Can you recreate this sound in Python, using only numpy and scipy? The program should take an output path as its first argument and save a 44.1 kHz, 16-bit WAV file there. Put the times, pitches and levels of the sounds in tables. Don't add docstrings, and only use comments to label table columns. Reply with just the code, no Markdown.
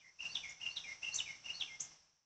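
import sys
import numpy as np
from scipy import signal
from scipy.fft import rfft, irfft
from scipy.io import wavfile
from scipy.ndimage import uniform_filter1d

SR = 44100
rng = np.random.default_rng(int(sys.argv[2]) if len(sys.argv) > 2 else 0)


def transcribe(signal):
    frames = np.atleast_2d(signal).T
    limited = np.clip(frames, -1, 1)
    pcm = np.round(limited * 32767).astype(np.int16)
    wavfile.write(sys.argv[1], SR, pcm)


N = 99225

# f/Hz, relative spectral level/dB
AIR_SPECTRUM = [(25, -1), (60, 3.5), (110, 4), (160, 3), (220, -0.5), (400, -3.5), (800, 2.5), (1600, -1.5),
                (2600, -0.5), (4000, -4), (4800, 0), (7500, -7.5), (8500, -18), (8900, -33.5)]
# f/Hz, level before the swell/dB
HUM_TONES = [(158, -77.5), (1634, -77.5)]
# t/s, gain/dB
BACKGROUND_CONTOUR = [(0, -7), (.195, -8), (.235, 2.5), (.6, -1), (1.0, 1), (1.65, 0), (1.80, -1.5),
                      (1.92, 3), (2.0, -4.5), (2.13, -12.5), (2.25, -20.5)]
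# onset t/s, level/dB
CHIP_CALLS = [(0.487, -55.5), (1.137, -36.5), (1.184, -53), (1.798, -39.5)]
# t/s from its onset, f/Hz, relative level/dB
CHIP_GLIDE = [(0, 5857, -9), (.003, 6576, -8), (.007, 5850, 5), (.010, 7470, 2), (.014, 5896, -2),
              (.018, 7320, -1.5), (.023, 5980, 0.5), (.028, 7200, -8), (.036, 6160, -19)]
# t/s into the phrase, f/Hz, relative level/dB
WHISTLE_GLIDE = [(.003, 2560, -20), (.013, 2680, -7), (.022, 2820, 0), (.036, 2820, 0), (.046, 2740, -8),
                 (.058, 2620, -5), (.069, 2810, 1), (.077, 2790, -4), (.092, 2780, -18)]
HIGH_GLIDE = [(.102, 4130, -3.5), (.116, 4360, -2), (.128, 4530, 0.5), (.142, 4413, -7.5),
              (.155, 4370, -19)]
LOW_GLIDE = [(.241, 2523, -5), (.251, 2371, -2), (.265, 2137, -5), (.295, 2142, -3.5), (.320, 2155, -4),
             (.338, 2170, -17.5)]
# t/s from the slur's onset, f/Hz, relative level/dB
SLUR_GLIDE = [(-.008, 3830, -22), (0, 3850, -18), (.004, 3660, 2.5), (.008, 3340, -4), (.013, 3130, -9),
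              (.021, 2760, -4.5)]
# onset t/s, whistle level/dB, whistle crescendo/dB, high note level/dB, slur onset t/s into
# the phrase, slur level/dB, low note level/dB, low note crescendo/dB, low note shift f/Hz
SONG_PHRASES = [(-.235, -65, -4, -82, 0.22, -70, -61, 15.5, -43),
                (0.183, -40.5, 10, -52, .168, -37, -47.5, -2, -1.5),
                (0.597, -37.5, 1, -57, 0.17, -39.5, -46.5, 4, 0),
                (1.017, -41, -4, -48.5, .170, -37, -47, -13, 12.5),
                (1.432, -41, 16, -49, .173, -36.5, -53, -2.5, -20)]


def from_db(db):
    return 10 ** (np.asarray(db) / 20)


def unit_rms(x):
    return x / np.sqrt(np.mean(x ** 2) + 1e-20)


def short_term_power(x):
    return np.abs(uniform_filter1d(x ** 2, size=700)) + 1e-14


def drift(count, cutoff_hz):
    low_pass = signal.butter(2, cutoff_hz, fs=SR, output="sos")
    return unit_rms(signal.sosfilt(low_pass, rng.standard_normal(SR)))[:count]


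def reflections(db, t60_s, per_s):
    t = np.arange(SR) / SR
    arrivals = rng.random(SR) < per_s / SR
    taps = arrivals * rng.standard_normal(SR) * from_db(-60 * t / t60_s)
    return from_db(db) * taps / np.sqrt(np.sum(taps ** 2) + 1e-20)


def outdoor_noise(hiss_hz=5670, hiss_width_hz=956):
    hz, db = np.transpose(AIR_SPECTRUM)
    bin_hz = np.arange(N // 2 + 1) * SR / N
    colour = from_db(np.interp(np.log(bin_hz + 1), np.log(hz), db))
    air = unit_rms(irfft(rfft(rng.standard_normal(N)) * colour, N))
    edges_hz = [hiss_hz - hiss_width_hz / 2, hiss_hz + hiss_width_hz / 2]
    band = signal.butter(3, edges_hz, "band", fs=SR, output="sos")
    hiss = unit_rms(signal.sosfilt(band, rng.standard_normal(N)))
    t = np.arange(N) / SR
    hums = sum(from_db(level) * np.sqrt(2) * np.sin(2 * np.pi * f * t) for f, level in HUM_TONES)
    return from_db(-59) * air + from_db(-56) * hiss + hums


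def swell(birds, reference_db=-42, share=0.36, floor_db=-9.5):
    t = np.arange(N) / SR
    song_db = 10 * np.log10(short_term_power(birds))
    release_db = 386.5 * t
    held_db = np.maximum.accumulate(song_db + release_db) - release_db
    follow_db = np.maximum(share * (held_db - reference_db), floor_db)
    return from_db(follow_db + np.interp(t, *np.transpose(BACKGROUND_CONTOUR)))


def tree_reverberation(x, dull_hz=2290, lift_below_hz=2390):
    tail = signal.fftconvolve(x, reflections(db=-4.5, t60_s=0.89, per_s=3000))[:N]
    hz = np.arange(N // 2 + 1) * SR / N
    lift_db = 4 * np.clip((lift_below_hz - hz) / 100, 0, 1)
    return irfft(rfft(tail) * from_db(lift_db) / np.hypot(1, hz / dull_hz), N)


def yard_reflections(x, echo_db):
    response = from_db(echo_db) * reflections(db=-1, t60_s=0.16, per_s=1000)
    response[0] += 1
    return signal.fftconvolve(x, response)


def bird_note(glide, onset_s, peak_db, jitter, echo_db, crescendo_db=0, shift_hz=0):
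    times, hz, level_db = np.transpose(glide)
    t = np.arange(times[0], times[-1], 1 / SR)
    pitch_hz = (np.interp(t, times, hz) + shift_hz) * (1 + jitter * drift(len(t), cutoff_hz=310))
    phase = 2 * np.pi * np.cumsum(pitch_hz) / SR
    tone = np.sin(phase) + from_db(-39.5) * np.sin(2 * phase)
    flutter_db = 4.5 * drift(len(t), cutoff_hz=94)
    envelope = from_db(np.interp(t, times, level_db) + np.linspace(0, crescendo_db, len(t)) + flutter_db)
    fades = np.clip(np.minimum(t - times[0], times[-1] - t) / 0.0014, 0, 1)
    heard = yard_reflections(envelope * fades * tone, echo_db)
    heard = heard * from_db(peak_db) / np.sqrt(short_term_power(heard).max())
    first_sample = int((onset_s + times[0]) * SR)
    return np.interp(np.arange(N) - first_sample, np.arange(len(heard)), heard, left=0, right=0)


def chipping_bird():
    chips = sum(bird_note(CHIP_GLIDE, onset_s, db, jitter=0.055, echo_db=-1) for onset_s, db in CHIP_CALLS)
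    return signal.sosfilt(signal.butter(6, 5000, "high", fs=SR, output="sos"), chips)


def songbird():
    song = np.zeros(N)
    for onset_s, whistle_db, rise_db, high_db, slur_s, slur_db, low_db, low_rise_db, low_hz in SONG_PHRASES:
        song += bird_note(WHISTLE_GLIDE, onset_s, whistle_db, jitter=0.018, echo_db=0.5,
                          crescendo_db=rise_db)
        song += bird_note(HIGH_GLIDE, onset_s, high_db, jitter=0.013, echo_db=5.5)
        song += bird_note(SLUR_GLIDE, onset_s + slur_s, slur_db, jitter=0.03, echo_db=1)
        song += bird_note(LOW_GLIDE, onset_s, low_db, jitter=0.012, echo_db=5.5,
                          crescendo_db=low_rise_db, shift_hz=low_hz)
    return song


def scene():
    birds = songbird() + chipping_bird()
    background = outdoor_noise() + tree_reverberation(birds)
    return (birds + swell(birds) * background)[None]


def record(dry, cutoff_hz=9000):
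    return signal.sosfilt(signal.ellip(10, .3, 70, cutoff_hz, fs=SR, output="sos"), dry)


dry = scene()
out = record(dry)
transcribe(out)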